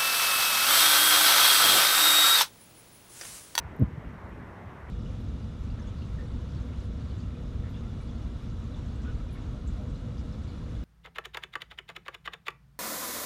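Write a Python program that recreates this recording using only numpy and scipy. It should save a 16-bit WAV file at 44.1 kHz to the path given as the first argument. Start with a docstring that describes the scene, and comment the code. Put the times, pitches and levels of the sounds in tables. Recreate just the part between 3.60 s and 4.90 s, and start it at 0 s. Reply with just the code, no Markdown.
"""A sidewalk in a light breeze, with the steady wash of distant traffic behind it.
Air moving over the microphone makes a low rumble. One puff hits it squarely with a dull thump,
a short train of eddies in churning air; weak puffs, each a single slow eddy, mostly come after it.
Three tiny, high ticks sound close by."""
import sys
import numpy as np
from scipy import signal
from scipy.fft import rfft, irfft
from scipy.io import wavfile

SR = 44100
rng = np.random.default_rng(int(sys.argv[2]) if len(sys.argv) > 2 else 0)


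def wrap_up_sound(samples):
    """Save the sound to the file named by the first command line argument, as 16-bit audio."""
    columns = np.atleast_2d(samples).T
    # keep every value between -1 and 1, then stretch to whole-number steps
    tamed = np.clip(columns, -1, 1)
    steps = np.round(tamed * 32767).astype(np.int16)
    wavfile.write(sys.argv[1], SR, steps)


N = 57330
T = np.arange(N) / SR
LOG_HZ = np.log(np.fft.rfftfreq(N, 1 / SR) + 1)


def amp(db):
    """Decibels to gain."""
    return 10 ** (np.asarray(db) / 20)


def unit(x):
    """Scales to rms 1."""
    return x / np.sqrt(np.mean(x ** 2) + 1e-20)


def noise(spectrum):
    """Noise of rms 1, shaped by a (frequency [Hz], level [dB]) table."""
    hz, db = np.transpose(spectrum)
    gain = amp(np.interp(LOG_HZ, np.log(hz), db))
    return unit(irfft(rfft(rng.standard_normal(N)) * gain, N))


def steadied(x, span_s):
    """Evens out the swings of level that are slower than span_s."""
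    window = signal.windows.hann(max(int(span_s * SR), 8))
    power = signal.fftconvolve(x ** 2, window / window.sum(), "same")
    return x / np.sqrt(abs(power) + 1e-9)


def drift(top_hz):
    """A slow random curve of rms 1."""
    rates = np.geomspace(top_hz / 10, top_hz, num=20)[:, None]
    return unit(np.sin(2 * np.pi * (rates * T + rng.random(rates.shape))).sum(0))


# Distant traffic and air hiss, heard from the sidewalk (frequency [Hz], relative level [dB])
TRAFFIC_SPECTRUM = [(30, -23.5), (100, 0), (200, 0.5), (330, -2), (500, -3), (750, -5), (1000, -4),
                    (1350, -8), (2000, -10), (2600, -20.5), (3500, -27), (4900, -36), (5500, -34),
                    (7000, -38.5), (10300, -42.5), (12000, -43.5), (14500, -46.5), (16000, -41.5)]
# Rise and fall of that far wash around 790 Hz (time [s], relative level [dB])
TRAFFIC_MIDRANGE = [(0, 1), (.15, 0), (.33, -3), (.45, 1), (.58, -1), (.67, 2), (.74, -2.5), (.81, 1),
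                    (.92, 2), (1.03, 0), (1.15, .5), (1.3, -.5)]

def traffic():
    """Far traffic blends into a wash: its midrange swells and each band wavers a little on its own."""
    wash = rfft(noise(TRAFFIC_SPECTRUM))
    centres_hz = np.geomspace(250, 12000, num=16)
    midrange_db = np.interp(T, *np.transpose(TRAFFIC_MIDRANGE))
    midrange_hz, midrange_octaves = 790, 1.1
    out = np.zeros(N)
    for hz, share in zip(centres_hz, np.eye(len(centres_hz))):
        band = irfft(wash * np.interp(LOG_HZ, np.log(centres_hz), share), N)
        waver_db = (1.5 if hz < 4000 else .5) * drift(top_hz=11.82)  # the hiss wavers less than the body
        midrange_weight = np.exp(-(np.log2(hz / midrange_hz) / midrange_octaves) ** 2)
        out += band * amp(waver_db + midrange_db * midrange_weight)
    return amp(-48) * out


# Wind rumble right on the microphone (frequency [Hz], relative level [dB])
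RUMBLE_SPECTRUM = [(10, -29), (30, -7.5), (55, 1), (80, -0.5), (150, -1), (230, -6), (350, -15),
                   (700, -42.5), (2000, -76.5)]
# Strength of the breeze at the microphone (time [s], relative level [dB])
BREEZE_STRENGTH = [(0, 2), (.16, -2), (.3, 2.5), (.43, -0.5), (.49, 4.5), (.58, 1), (.7, -0.5), (.78, 3),
                   (.86, 1), (.95, -2.5), (1.02, -2), (1.13, -2.5), (1.3, -3.5)]

def breeze():
    """Lumpy low rumble that follows the air moving over the microphone."""
    strength_db = np.interp(T, *np.transpose(BREEZE_STRENGTH))
    lumps_db = -.4 * drift(top_hz=16)
    rumble = steadied(noise(RUMBLE_SPECTRUM), span_s=.05)
    return amp(-46 + strength_db + lumps_db) * rumble


# Weak puffs brushing the microphone, plus the low push of the head-on puff near .248 s (time [s], envelope peak
# level [dB], pitch [Hz])
WEAK_PUFFS = [(0.06, -32, 76), (0.116, -37.5, 83.4), (.24, -22.5, 161), (.248, -23.5, 69), (.279, -32, 106),
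              (0.335, -32, 86), (0.382, -29, 133.4), (0.474, -33.5, 56.3), (0.651, -36.5, 74),
              (0.732, -39.5, 58.6), (.882, -40, 100), (1.072, -36, 97), (1.241, -38, 65.5),
              (1.288, -37.5, 71)]

def puffs():
    """Each row is one slow eddy that rocks the pressure at the microphone once or twice."""
    out = np.zeros(N)
    for (at_s, db, hz), phase in zip(WEAK_PUFFS, rng.random(len(WEAK_PUFFS))):
        cycles = (T - at_s) * hz
        out += amp(db) * np.exp(-cycles ** 2) * np.cos(2 * np.pi * (cycles + phase))
    return out


# Tiny ticks close to the microphone (time [s], peak level [dB])
CLOSE_TICKS = [(0.1646, -51), (.196, -45), (.6955, -59)]
# A faint, brief high hiss trailing each tick (frequency [Hz], relative level [dB])
TICK_TAIL_SPECTRUM = [(1000, -31), (5000, -6), (9000, -3.5), (12000, 0), (14500, 3), (16000, -13)]

def ticks(pitch_hz=12700, width_s=.00012, tail_decay_s=.014):
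    """Each nearby tick is a few cycles of very high treble, trailed by a faint, brief high hiss."""
    tail_hiss = amp(-29.5) * noise(TICK_TAIL_SPECTRUM)
    out = np.zeros(N)
    for at_s, db in CLOSE_TICKS:
        age = T - at_s
        snap = np.exp(-.5 * (age / width_s) ** 2) * np.cos(2 * np.pi * pitch_hz * age)
        tail = tail_hiss * (age > 0) * np.exp(-abs(age) / tail_decay_s)
        out += amp(db) * (snap + tail)
    return out


# Turbulence of the puff that hits the microphone head-on (frequency [Hz], relative level [dB])
CHURN_SPECTRUM = [(20, -37), (70, -6.5), (130, -5), (230, 9.5), (320, -8.5), (420, -1.5), (490, -8.5),
                  (590, -11.5), (760, -31), (1500, -49.5), (3000, -84)]

def thump(peak_s=.224, eddies_per_s=111.4, eddy_width_s=.0011, slowing_s=.00038, port_hz=55):
    """Eddies roll over the microphone port ever more slowly, each a brief suction, amid churning air."""
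    def force(t, rise_s, fall_s=.011, lead_s=.037, onset_s=.0081):
        """The puff sets in lead_s before its peak, grows and dies away."""
        onset = np.clip((t - peak_s + lead_s) / onset_s, 0, 1)
        return onset * np.exp(-np.maximum((peak_s - t) / rise_s, (t - peak_s) / fall_s))

    eddy_index = np.arange(-4, 6)  # eddy 0 arrives at the peak
    jitter = .0085 * rng.standard_normal(len(eddy_index))
    lag_s = slowing_s * eddy_index ** 2  # the gaps widen as the puff spends itself
    suction = np.zeros(N)
    for at_s in peak_s + (eddy_index + jitter) / eddies_per_s + lag_s:
        suction -= force(at_s, rise_s=.015) * np.exp(-.5 * ((T - at_s) / eddy_width_s) ** 2)
    port_low_cut = signal.butter(2, port_hz, "highpass", fs=SR, output="sos")
    eddies = signal.sosfilt(port_low_cut, suction)
    churn = force(T, rise_s=.022) * steadied(noise(CHURN_SPECTRUM), span_s=.0087)
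    return amp(-6) * eddies + amp(-26.5) * churn


def scene():
    """Far traffic, wind and close ticks at one microphone on the sidewalk."""
    return (traffic() + breeze() + puffs() + thump() + ticks())[None]


def record(dry):
    """The recorder cuts the treble steeply above 15.3 kHz."""
    taps = signal.firwin(511, 15300, window=("kaiser", 9), fs=SR)
    return signal.oaconvolve(dry, taps[None], "same")


dry = scene()
out = record(dry)
wrap_up_sound(out)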